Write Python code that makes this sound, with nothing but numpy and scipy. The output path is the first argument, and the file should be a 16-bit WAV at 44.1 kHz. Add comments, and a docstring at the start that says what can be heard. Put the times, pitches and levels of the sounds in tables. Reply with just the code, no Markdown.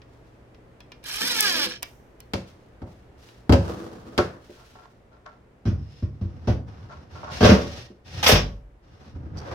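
"""A cordless driver turns a screw into a plywood drawer: harmonics of its speed over gear noise and rattle.
It is set down on the bench; then the drawer is turned over, bumped into its cabinet, pushed along
steel runners until the catches snap, and drawn out again. Blows excite decaying modes and dense noise
fields; rubbing is shaped noise, partly passed through modes; still air and a faint hum lie beneath."""
import sys
import numpy as np
from scipy import signal
from scipy.fft import rfft, irfft, next_fast_len
from scipy.io import wavfile
from scipy.ndimage import uniform_filter1d

SR = 44100
rng = np.random.default_rng(int(sys.argv[2]) if len(sys.argv) > 2 else 0)


def store_pcm(level_fs):
    """Save levels as 16-bit WAV."""
    pcm = np.round(np.clip(level_fs, -1, 1) * 32767).astype(np.int16)
    wavfile.write(sys.argv[1], SR, np.atleast_2d(pcm).T)


N = 421036
# All levels are relative: trims, normalisation and the output stage still act on them.


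def from_db(db):
    """Amplitude ratio: 20 dB is a factor of ten."""
    return 10 ** (np.asarray(db) / 20)


def rms_one(x):
    """Normalisation by effective value: unit rms."""
    return x / np.sqrt(np.mean(x ** 2) + 1e-20)


def onset_one(x):
    """Normalisation by early energy: unit rms over the first 25 ms."""
    return x / np.sqrt(np.mean(x[..., :SR // 40] ** 2) + 1e-20)


def level_curve(rows):
    """Envelope: gain interpolated linearly in dB, fading to silence within 10 ms outside its span."""
    s, level_db = np.transpose(rows)
    t = np.arange(N) / SR
    inside = np.clip(np.minimum(t - s[0], s[-1] - t) / .01 + 1, 0, 1)
    return inside * from_db(np.interp(t, s, level_db))


def strokes(rows, attack_s, release_s):
    """Stroke envelope: each sets in, swells or wanes while it lasts, and decays exponentially."""
    t, gain = np.arange(0, N, 40) / SR, 0
    for start, length, db, swell_db in rows:
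        progress = np.clip((t - start) / length, 0, 1)
        over = np.maximum(t - start - length, 0)
        attack = np.clip((t - start) / attack_s, 0, 1)
        fade = from_db(-60 * over / release_s)
        gain = gain + attack * from_db(db + swell_db * (progress - .5)) * fade
    return np.interp(np.arange(N) / SR, t, gain)


def at_hz(points, hz):
    """Interpolation on a logarithmic frequency axis."""
    return np.interp(np.log(hz + 1e-9), np.log(np.array(points)[:, 0]), np.array(points)[:, 1])


def drift(rate_hz):
    """Random modulation: two-pole low-passed noise of unit rms, computed at every 40th sample."""
    pole = np.exp(-80 * np.pi * rate_hz / SR)
    white = rng.standard_normal(N // 40 + 2002)
    slow = signal.lfilter([1], [1, -2 * pole, pole * pole], white)[2000:]
    return np.interp(np.arange(N) / 40, np.arange(len(slow)), rms_one(slow))


def band(x, low, high):
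    """Causal band-pass filtering between two corner frequencies in Hz."""
    sos = signal.butter(3, [low, min(high, .45 * SR)], "band", fs=SR, output="sos")
    return signal.sosfilt(sos, x)


# stereo width: f/Hz, side over mid level/dB
STEREO_WIDTH = [(60, -13.5), (125, -18.5), (250, -12), (500, -4.5), (1000, 0), (2000, 0), (12000, -1)]


def noise(spectrum, size=N, grain_db=0):
    """Spectral shaping of mid-side noise, wider towards the treble; grain_db makes contacts uneven."""
    length = next_fast_len(size, True)
    hz = np.arange(length // 2 + 1) * SR / length
    sizes = from_db(grain_db * np.minimum(rng.exponential(1, length), 7))
    contacts = rng.standard_normal((2, length)) * sizes
    mid, side = rfft(contacts) * from_db(at_hz(spectrum, hz))
    side = side * from_db(at_hz(STEREO_WIDTH, hz))
    return rms_one(irfft(np.array([mid + side, mid - side]), length)[:, :size])


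def ringing(modes, low=0, high=SR):
    """Modal superposition: one second of decaying sines whose frequencies lie in a range."""
    t = np.arange(SR) / SR
    out = np.zeros(SR)
    for k, (hz, db, t60) in enumerate(modes):
        if low <= hz < high:
            out += (-1) ** k * from_db(db - 60 * t / t60) * np.sin(2 * np.pi * hz * t)
    return out


def excited(force, modes):
    """Linear response: the force convolved with the impulse response of a body."""
    return rms_one(signal.oaconvolve(force, modes[None], axes=1)[:, :N])


# reverberation: f/Hz, t60/s
ROOM_DECAY = [(80, 0.14), (300, 0.58), (1000, 0.38), (4000, 0.21), (12000, 0.73)]


def response(spectrum, low, high, t60, room_db):
    """High modal density: a noise field that dies quickly, while the room holds it a while longer."""
    t = np.arange(SR) / SR
    room_t60 = at_hz(ROOM_DECAY, np.sqrt(low * high))
    fade = np.hypot(from_db(-60 * t / t60), from_db(room_db - 60 * t / room_t60))
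    field = band(noise(spectrum, size=2 * SR), low, high)[:, SR:]
    local_rms = np.sqrt(uniform_filter1d(np.mean(field ** 2, axis=0), SR // 25))
    return onset_one(band(field / local_rms * fade, low / 1.3, high * 1.3))


def strike(times, levels_db, body, chatter_s=0):
    """Impulsive excitation: each blow sets the body going; a loose contact chatters on for a moment."""
    force, t = np.zeros(N + SR), np.arange(SR // 10) / SR
    for s, db in zip(times, levels_db):
        contacts = rng.random(len(t)) < 900 / SR  # 900 per second on average
        touch = rng.standard_normal(len(t)) * contacts * np.exp(-t / (chatter_s + 1e-9))
        touch[0] = 2
        force[int(s * SR):][:len(t)] += from_db(db) * touch / np.linalg.norm(touch)
    return signal.oaconvolve(force[None, :N], np.atleast_2d(body), axes=1)[:, :N]


def in_room(x, wet_db):
    """Direct and diffuse field: direct sound a touch earlier on the right, plus decaying reflections."""
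    t = np.arange(SR // 2) / SR
    echo = rng.standard_normal((2, len(t))) * from_db(-60 * t / 0.16)
    echo *= from_db(wet_db) / np.linalg.norm(echo[0])
    echo[0, 5] += 1  # left: five samples late
    echo[1, 0] += 1
    return signal.oaconvolve(x[None], echo, axes=1)[:, :N]


# colour of the air: f/Hz, level/dB
AIR_COLOUR = [(25, -13.5), (55, -0.5), (130, -9), (450, -11), (1100, -24), (2000, -29), (4000, -41),
              (10000, -50.5), (16000, -58)]
# room tone: t/s, level/dB
AIR_LEVELS = [(0, -49.5), (4.1, -49.5), (4.6, -52.5), (9.55, -55.5)]


def room_tone(hum_hz=119.5, hum_db=-5.5):
    """Stationary noise: still workshop air with a steady, faint mains hum."""
    hum = from_db(hum_db) * np.sin(2 * np.pi * hum_hz * np.arange(N) / SR)
    return level_curve(AIR_LEVELS) * (noise(AIR_COLOUR) + hum)


# small hard clicks of bit, screw and trigger: t/s, click level/dB, bright edge level/dB, ring f/Hz
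SMALL_CLICKS = [(0.018, -47, -84, 1900), (0.546, -51, -80, 2000), (0.8047, -41.5, -65, 3330),
                (0.919, -36.5, -65, 2400), (1.04, -41, -52, 2336), (1.4065, -40, -18, 5500),
                (1.8249, -30.5, -49, 4920), (1.8291, -26, -33, 2310), (2.2035, -44, -49.5, 4300),
                (3.288, -45, -70, 3900)]
# colour of hard contacts: f/Hz, level/dB
STEEL_COLOUR = [(500, 0), (1500, -1), (3000, 2), (4300, -5), (5700, -0.5), (6500, -11), (7400, -18.5),
                (10000, -22.5), (13500, -20), (16000, -23.5)]


def clicks(click_db=-9.0, body_db=-15.0, ring_db=-13, ring_t60_s=.17):
    """Short contact, broad spectrum: small parts tick, tap the panel and ring, each at its own pitch."""
    s, click, edge, pitch = np.transpose(SMALL_CLICKS)
    tick = response(STEEL_COLOUR, 1300, 5500, t60=0.034, room_db=-15.5)
    panel = response(STEEL_COLOUR, 270, 1300, t60=0.05, room_db=-17.5)
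    out = strike(s, click, from_db(click_db) * tick + from_db(body_db) * panel, chatter_s=0.0024)
    for start, db, hz in zip(s, click, pitch):
        out = out + strike([start], [db], ringing([(hz, ring_db, ring_t60_s)]))
    bright = response(STEEL_COLOUR, 7200, 16000, t60=.012, room_db=-36.5)
    return out + strike(s, edge, bright)


# hands and sleeves brushing past: start t/s, length t/s, level/dB, swell/dB
SLEEVE_BRUSHES = [(0.07, 0.062, -74, -2), (0.225, 0.04, -77, -4), (2.46, 0.063, -59.5, -22),
                  (2.86, 0.086, -66, -16), (3.17, 0.2, -64.5, -11), (4.38, 0.36, -65, 0)]
# plywood dragged over the bench: start t/s, length t/s, level/dB, swell/dB
PLYWOOD_DRAGS = [(3.6, 0.29, -34, -9), (3.88, 0.36, -50.5, 14.5)]
# colour of rubbing: f/Hz, level/dB
RUB_COLOUR = [(120, 2.5), (450, -2.5), (800, -11), (1300, -11.5), (2300, -27), (5800, -31.5), (7500, -39),
              (15000, -46.5)]
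# ringing of the drawer, also under driver, blows and runners: f/Hz, level/dB, t60/s
DRAWER_RING = [(73.4, 7.5, 0.39), (96.45, 7.5, 0.46), (189.7, 5, 0.36), (253.3, 9.5, 0.12),
               (334.3, 1, 0.25), (390, -6.5, .2), (500.6, 5, 0.2), (572, -1.5, 0.58), (747, -3, 0.29),
               (1055, -9, 0.087), (1258, -3.5, 0.15), (1387, -5, 0.13), (1588, -4.5, 0.092)]


def handling(rub_db=0.0, boom_db=-3.5, hiss_db=9.5, wood_hiss_db=-23.0):
    """Friction noise: skin and plywood edges drag as the drawer is handled, and its box resonates."""
    envelope = dict(attack_s=0.065, release_s=0.8)
    rub = strokes(PLYWOOD_DRAGS, **envelope)
    hiss = np.hypot(strokes(SLEEVE_BRUSHES, **envelope), from_db(wood_hiss_db) * rub)
    friction = noise(RUB_COLOUR, grain_db=3.0) * from_db(1.8 * drift(22))
    wood = from_db(rub_db) * rms_one(band(friction, 78, 1340))
    wood += from_db(boom_db) * excited(band(friction, 230, 1800), ringing(DRAWER_RING))
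    return rub * wood + from_db(hiss_db) * hiss * rms_one(band(friction, 2280, 18000))


# modes of the driver's housing: f/Hz, level/dB
HOUSING_RING = [(1680, -2.2), (2390, 0.14), (3090, 1), (4020, -0.38), (4410, -2.6), (5490, 0.9)]


def rattle(rattles_per_s=190, t60_s=.018):
    """Random impacts: loose gears and bit knock, each knock ringing the housing with its own mix."""
    knocks = rng.random(N) < rattles_per_s / SR
    out = np.zeros(N)
    for hz, db in HOUSING_RING:
        force = knocks * rng.standard_normal(N)
        out += signal.oaconvolve(force, ringing([(hz, db, t60_s)]))[:N]
    return rms_one(out)


# whine as the housing colours each multiple of the speed: f/Hz, level/dB
WHINE_COLOUR = [(300, -16), (550, -22), (800, -16), (1200, -12.5), (1650, -7), (2300, -13), (3200, -8),
                (4300, -8.5), (5400, -7.5), (6800, -26)]


def motor_orders(speed, turn, on, flutter_db=3.4, backlash_rad=.42):
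    """Harmonic series of rotation: 21 multiples of the speed, their level and phase wavering."""
    orders = np.zeros(N)
    for k in range(1, 22):
        level_db = at_hz(WHINE_COLOUR, k * speed[on]) + flutter_db * drift(35)[on]
        backlash = backlash_rad * drift(70)[on]
        orders[on] += from_db(level_db) * np.sin(k * turn[on] + backlash + rng.uniform(0, 2 * np.pi))
    return orders


# trigger held: start t/s, length t/s, whistle level/dB, swell/dB
TRIGGER_HOLDS = [(1.03, .69, -56, -3)]


def whistle(speed, centre_hz=10000, part_turns_per_s=200, spread_turns_per_s=15, part_db=12):
    """Frequency modulation: the speed control's unsteady whistle, strongest at part speed."""
    tone = np.sin(2 * np.pi * np.cumsum(centre_hz + 70 * drift(150)) / SR)
    part_speed = np.exp(-((speed - part_turns_per_s) / spread_turns_per_s) ** 2)
    held = strokes(TRIGGER_HOLDS, attack_s=0.028, release_s=0.2)
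    return in_room(held * from_db(part_db * part_speed) * tone, wet_db=-13.0)


# motor running up, then slowing by fits as the screw bites: t/s, speed/(turns per s)
MOTOR_SPEED = [(1.03, 150), (1.07, 300), (1.16, 415), (1.235, 450), (1.26, 494), (1.285, 505), (1.33, 475),
               (1.38, 440), (1.42, 430), (1.46, 402), (1.49, 371), (1.545, 334), (1.60, 298), (1.64, 280),
               (1.69, 210), (1.80, 60)]
# effort of the driver, as gear noise: t/s, level/dB
DRIVER_EFFORT = [(1.035, -51), (1.06, -35), (1.17, -29), (1.22, -26), (1.45, -23), (1.665, -27.5),
                 (1.69, -32.5), (1.755, -35), (1.79, -50)]
# colour of the gears: f/Hz, level/dB
GEAR_COLOUR = [(130, -24.5), (340, -13), (620, -16), (1400, -11.5), (2400, -11), (3500, -7), (5800, -11),
               (7200, -21.5), (14400, -26), (16000, -44)]
# bit rasping in the screw head, once per turn: start t/s, length t/s, level/dB, swell/dB
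BIT_RASPS = [(1.208, .035, -34, 0), (1.335, .035, -34, 0), (1.472, .032, -29, 4)]
# screw groaning in the panel: start t/s, length t/s, level/dB, swell/dB
SCREW_GROANS = [(1.2, 0.036, -35.5, 3.5), (1.28, 0.14, -44.5, 1.5), (1.44, 0.23, -35.5, 4.5)]


def driver(grit_db=-5.5, fizz_db=-7.5, rattle_db=-5.5, throb=0.24):
    """Rotational noise: orders glide over gear grit and rattle; the bit rasps and the screw groans."""
    gear = level_curve(DRIVER_EFFORT) * from_db(1.1 * drift(20))
    t = np.arange(N) / SR
    speed = np.interp(t, *np.transpose(MOTOR_SPEED)) * (1 + .004 * drift(45))
    turn = 2 * np.pi * np.cumsum(speed) / SR
    # the gears sing once the screw bites
    bite = np.interp(t, [1.17, 1.26, 1.62, 1.70], [.35, 1, 1, 0])
    tones = bite * motor_orders(speed, turn, gear > 0) + from_db(rattle_db) * rattle()
    out = in_room(gear * tones, wet_db=-5.0)

    grit = noise(GEAR_COLOUR, grain_db=2.6) * (1 + throb * np.cos(turn)) * from_db(1.9 * drift(90))
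    out += from_db(grit_db) * gear * rms_one(band(grit, 460, 7200))
    # the gears fizz fully above 300 turns per second
    fizz = gear * np.minimum(speed / 300, 1) ** 2.4
    out += from_db(fizz_db + 1.5 * drift(50)) * fizz * rms_one(band(grit, 7400, 17000))

    rasp = rms_one(np.exp(2.5 * np.cos(turn)) * band(grit, 3600, 7000))
    out += strokes(BIT_RASPS, attack_s=.008, release_s=.08) * rasp
    groan = excited(band(grit, 150, 520), ringing(DRAWER_RING))
    out += strokes(SCREW_GROANS, attack_s=0.017, release_s=0.28) * groan
    return out + whistle(speed)


def drawer_blows(rows, wood, shares, trims_db, t60s, modes_db, room_db, chatter_s):
    """Impact spectrum: modes plus a wooden clack in four registers; harder blows reach higher."""
    # every blow rebounds once after 36 ms, weaker and softer
    rebounds = np.array(rows) + [.036, -12.5, -15]
    s, weight, hardness = np.vstack([rows, rebounds]).T
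    edges_hz = [35, 130, 400, 1500, 16000]
    out = 0
    for k, share in enumerate(shares):
        low, high = edges_hz[k:k + 2]
        modes = onset_one(band(ringing(DRAWER_RING, low, high), low / 2, high * 2))
        body = response(wood, low, high, t60s[k], room_db) + from_db(modes_db[k]) * modes
        level_db = weight + share * hardness + trims_db[k]
        out = out + strike(s, level_db, onset_one(body), chatter_s * (k >= 2))
    return out


# driver, hands and drawer landing on the bench: t/s, weight level/dB, hardness/dB
BENCH_LANDINGS = [(2.335, -28, 9), (2.818, -33.5, -14.5), (3.494, -9, -12.5), (3.523, -13, -0.5),
                  (3.534, -18.5, -0.5), (4.178, -24, 10.5)]
# colour of the bench: f/Hz, level/dB
BENCH_COLOUR = [(35, -27), (75, 13), (120, 6.5), (260, -12.5), (400, -13.5), (550, -12.5), (750, -23),
                (1400, -27), (2200, -25), (5300, -29.5), (7500, -41.5), (16000, -56)]
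# share of a blow's hardness that reaches its thump, boom, knock and crack
BENCH_SHARES = [0.001, .1, .5, 1.05]


def bench_blows():
    """Impact on a damped plate: things land on the bench with little chatter."""
    return drawer_blows(
        BENCH_LANDINGS, BENCH_COLOUR, BENCH_SHARES,
        trims_db=[-1.0, -0.5, -2.5, -11.0], t60s=[0.11, 0.35, 0.19, 0.065],
        modes_db=[1.0, 0.5, -23.0, -28.0], room_db=-10.5, chatter_s=0.0027)


# ringing of the plywood panels: f/Hz, level/dB
PANEL_RING = [(195, 6.5), (355, 3.5), (436, -2), (603, -1.5), (743, -2), (860, -4), (1100, -4.5), (1345, 2),
              (1450, -10)]


def panel_ring(t60_s=0.18):
    """Modal participation: the panels' modes, a little differently mixed each time."""
    return onset_one(ringing([(hz, db + rng.normal(0, 1.7), t60_s) for hz, db in PANEL_RING]))


# knocks and rattles on wood, the first as the driver is set down on the bench: t/s, level/dB, f/Hz that the
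# contact favours
WOOD_KNOCKS = [(2.336, -30.5, 172), (2.82, -43, 638), (2.872, -49.5, 645), (4.185, -15, 390),
               (4.1865, -19.5, 1140), (4.493, -40.5, 377), (5.268, -43.5, 1100), (5.675, -23.5, 177),
               (6.214, -30, 210), (6.478, -22, 530), (7.231, -36, 760), (7.278, -37.5, 950),
               (7.425, -16, 337), (7.515, -6.5, 202), (7.9, -42, 320)]


def edge_knocks(clack_db=2.5):
    """Selective excitation: each knock wakes a panel's modes around the pitch its contact favours."""
    out = np.zeros((2, N + SR))
    clack = response(STEEL_COLOUR, 150, 3300, t60=0.11, room_db=-12.0)
    for s, db, hz in WOOD_KNOCKS:
        body = band(panel_ring() + from_db(clack_db) * clack, hz / 1.5, hz * 1.5)
        out[:, int(s * SR):][:, :SR] += from_db(db) * onset_one(body)
    return out[:, :N]


# side panel scraping past the cabinet frame: start t/s, length t/s, level/dB, swell/dB
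PANEL_SCRAPES = [(4.56, 0.04, -52.5, 6), (4.75, 0.088, -48, -7), (5.115, 0.037, -53.5, -1),
                 (5.255, 0.023, -44.5, -1), (6.895, 0.016, -43, 4), (7.15, 0.04, -42, -1),
                 (7.225, 0.067, -40, 13)]


def scrapes():
    """Stick-slip friction: uneven slips of a panel along the frame ring its own modes."""
    slips = rms_one(band(noise(RUB_COLOUR, grain_db=4.5), 750, 6500)) * from_db(2.5 * drift(60))
    wood = excited(slips, panel_ring())
    return strokes(PANEL_SCRAPES, attack_s=0.0066, release_s=0.37) * rms_one(wood + slips)


# drawer bumping on cabinet and runners: t/s, weight level/dB, hardness/dB
CABINET_BUMPS = [(5.654, -20.5, -17), (5.672, -16.5, -24.5), (5.715, -20, -32), (5.812, -30.5, -34.5),
                 (6.024, -19.5, -29), (6.212, -23.5, -26), (6.245, -23.5, -36), (6.473, -19, -13.5),
                 (6.49, -14, -21.5), (7.407, -19, -1.5), (7.428, -14.5, -0.5), (7.445, -11, 0),
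                 (7.49, -11, -3.5), (7.515, -15, -5), (8.29, -34, 18.5), (8.322, -12.5, -10.5)]
# colour of the cabinet: f/Hz, level/dB
CABINET_COLOUR = [(35, -19), (80, 2), (170, 4.5), (260, 3), (400, -7.5), (600, -10.5), (800, -20),
                  (1600, -21), (3000, -24.5), (4300, -29.5), (5600, -25.5), (6400, -35), (7300, -47),
                  (15500, -53.5)]
# share of a blow's hardness that reaches its thump, boom, knock and crack
CABINET_SHARES = [0.001, .35, .95, 1.05]


def cabinet_blows():
    """Impact on a resonant box: the drawer bumps the cabinet, with a longer thump and more chatter."""
    return drawer_blows(
        CABINET_BUMPS, CABINET_COLOUR, CABINET_SHARES,
        trims_db=[0.5, 0.5, 1.5, -4.0], t60s=[0.57, 0.14, 0.33, 0.23],
        modes_db=[4.5, -2.5, -10.0, -9.5], room_db=-6.5, chatter_s=0.015)


# ringing of the steel runners: f/Hz, level/dB
RUNNER_RING = [(1866, 3), (2478, -11), (2834, 5.5), (3518, -3.5), (5335, 6.5)]


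def runner_ring():
    """Boundary damping: the runners are screwed to wood, so their ring is short."""
    return onset_one(ringing([(hz, db, .19) for hz, db in RUNNER_RING]))


# stages of pushing in, then drawing out: start t/s, length t/s, level/dB, swell/dB,
# weight on the bottom level/dB, contact with the steel level/dB
DRAWER_PUSHES = [(5.76, 0.23, -74, 13.5, 9, 6), (6.128, 0.38, -64, 16.5, 19.5, -10),
                 (6.66, 0.39, -58, -3.5, 14, -10.5), (7.088, 0.18, -56, 3, 14, -5.5),
                 (7.302, 0.52, -49.5, -8.5, 7.5, 3), (8.043, 0.16, -53.5, 11.5, 13.5, 2.5),
                 (8.812, 0.27, -64, 11.5, 12.5, -6.5), (9.122, 0.25, -59, 3.5, 23, -18.5),
                 (9.339, 0.18, -48, 18.5, 2.5, -14)]
# colour of the runners: f/Hz, level/dB
RUNNER_COLOUR = [(35, -16.5), (85, 5), (180, -8.5), (400, -10.5), (1400, -20.5), (2400, -26), (3600, -28),
                 (4600, -28.5), (5700, -28.5), (6500, -36), (7400, -44.5), (15500, -54)]
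# faint squeak of a runner under the drawer's edge: start t/s, length t/s, level/dB, swell/dB
RUNNER_SQUEAKS = [(5.76, 0.26, -66.5, 7.5)]


def travel(rumble_db=3.0, rub_db=7.5, runner_db=6.5, ring_db=-5.5, scrape_db=-1.5):
    """Rolling excitation: rollers rumble through the drawer bottom and make the steel runners sing."""
    envelope = dict(attack_s=.03, release_s=.33)
    start, length, db, swell, weight, contact = np.transpose(DRAWER_PUSHES)
    rumble = strokes(zip(start, length, db + weight, swell), **envelope)
    rub = strokes(zip(start, length, db, swell), **envelope)
    runner = strokes(zip(start, length, db + contact, swell), **envelope)
    rolling = noise(RUNNER_COLOUR, grain_db=1.8) * from_db(1.6 * drift(36))
    out = from_db(rumble_db) * rumble * rms_one(band(rolling, 39, 290))
    out += from_db(rub_db) * rub * rms_one(band(rolling, 250, 1700))
    # a plywood side scraping past the frame
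    scrape = excited(band(rolling, 570, 2600), ringing(DRAWER_RING))
    out += from_db(scrape_db + 2.0 * drift(35)) * rub * scrape
    squeak = from_db(3 * drift(30)) * rms_one(band(rolling, 4900, 5700))
    out += strokes(RUNNER_SQUEAKS, **envelope) * squeak
    steel = excited(band(rolling, 1700, 7500), runner_ring())
    hiss = rms_one(band(rolling, 2400, 15000))
    return out + from_db(runner_db) * runner * (hiss + from_db(ring_db) * steel)


# steel catches riding up and snapping in: t/s, clash level/dB, bright edge level/dB
CATCH_SNAPS = [(8.2283, -13, -30), (8.238, -14, -27), (8.2628, -3.5, -22.5), (8.275, -24.5, -15),
               (8.2878, -7, -19.5), (8.316, -7, -20.5), (8.3529, -13.5, -41)]
# drawer meeting its end stop: t/s, level/dB
END_STOP = [(8.329, -17)]
# sway of the cabinet: f/Hz, level/dB, t60/s
CABINET_SWAY = [(41.3, -8.5, 1), (51.9, 2, 0.71), (148.6, -1, 0.41)]


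def catches(clash_db=-5.5, edge_db=-5.5, ring_db=-17.5, shake_db=-20.5):
    """Structure-borne impact: catches rattle home and shake the drawer; the cabinet takes its weight."""
    s, clash, edge = np.transpose(CATCH_SNAPS)
    steel = response(STEEL_COLOUR, 550, 7300, t60=0.16, room_db=-9.5)
    steel = steel + from_db(ring_db) * runner_ring()
    bright = response(STEEL_COLOUR, 7300, 15000, t60=0.16, room_db=-39.0)
    out = strike(s, clash + clash_db, steel, chatter_s=0.02)
    out += strike(s, edge + edge_db, bright, chatter_s=0.013)
    out += strike(s, clash + shake_db, onset_one(ringing(DRAWER_RING)))
    return out + strike(*np.transpose(END_STOP), ringing(CABINET_SWAY))


# latch letting go: start t/s, length t/s, level/dB, swell/dB
LATCH_RELEASE = [(9.367, 0.018, -41.5, 0.5)]
# colour of the latch: f/Hz, level/dB
LATCH_COLOUR = [(4100, -13.5), (4700, 3), (5150, -5), (5700, 0.5), (6700, -17), (15000, -35)]


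def latch():
    """Dry friction: the small steel latch grates free with a short, gritty click."""
    grating = noise(LATCH_COLOUR, grain_db=5) * from_db(3 * drift(150))
    return strokes(LATCH_RELEASE, attack_s=.006, release_s=.13) * grating


def scene():
    """Superposition: bench work with driver and clicks a little to the right, then the cabinet."""
    tool = (driver() + clicks()) * from_db([[-1], [1]])  # left, right
    wood = bench_blows() + edge_knocks() + scrapes() + cabinet_blows()
    return room_tone() + tool + handling() + wood + travel() + catches() + latch()


def record(dry):
    """Soft saturation and low-pass filtering: the highest peaks are rounded and the top is cut."""
    rounded = 1.117 * np.tanh(dry / 1.505)
    return signal.sosfilt(signal.ellip(10, .1, 80, 16100, fs=SR, output="sos"), rounded)


dry = scene()
out = record(dry)
store_pcm(out)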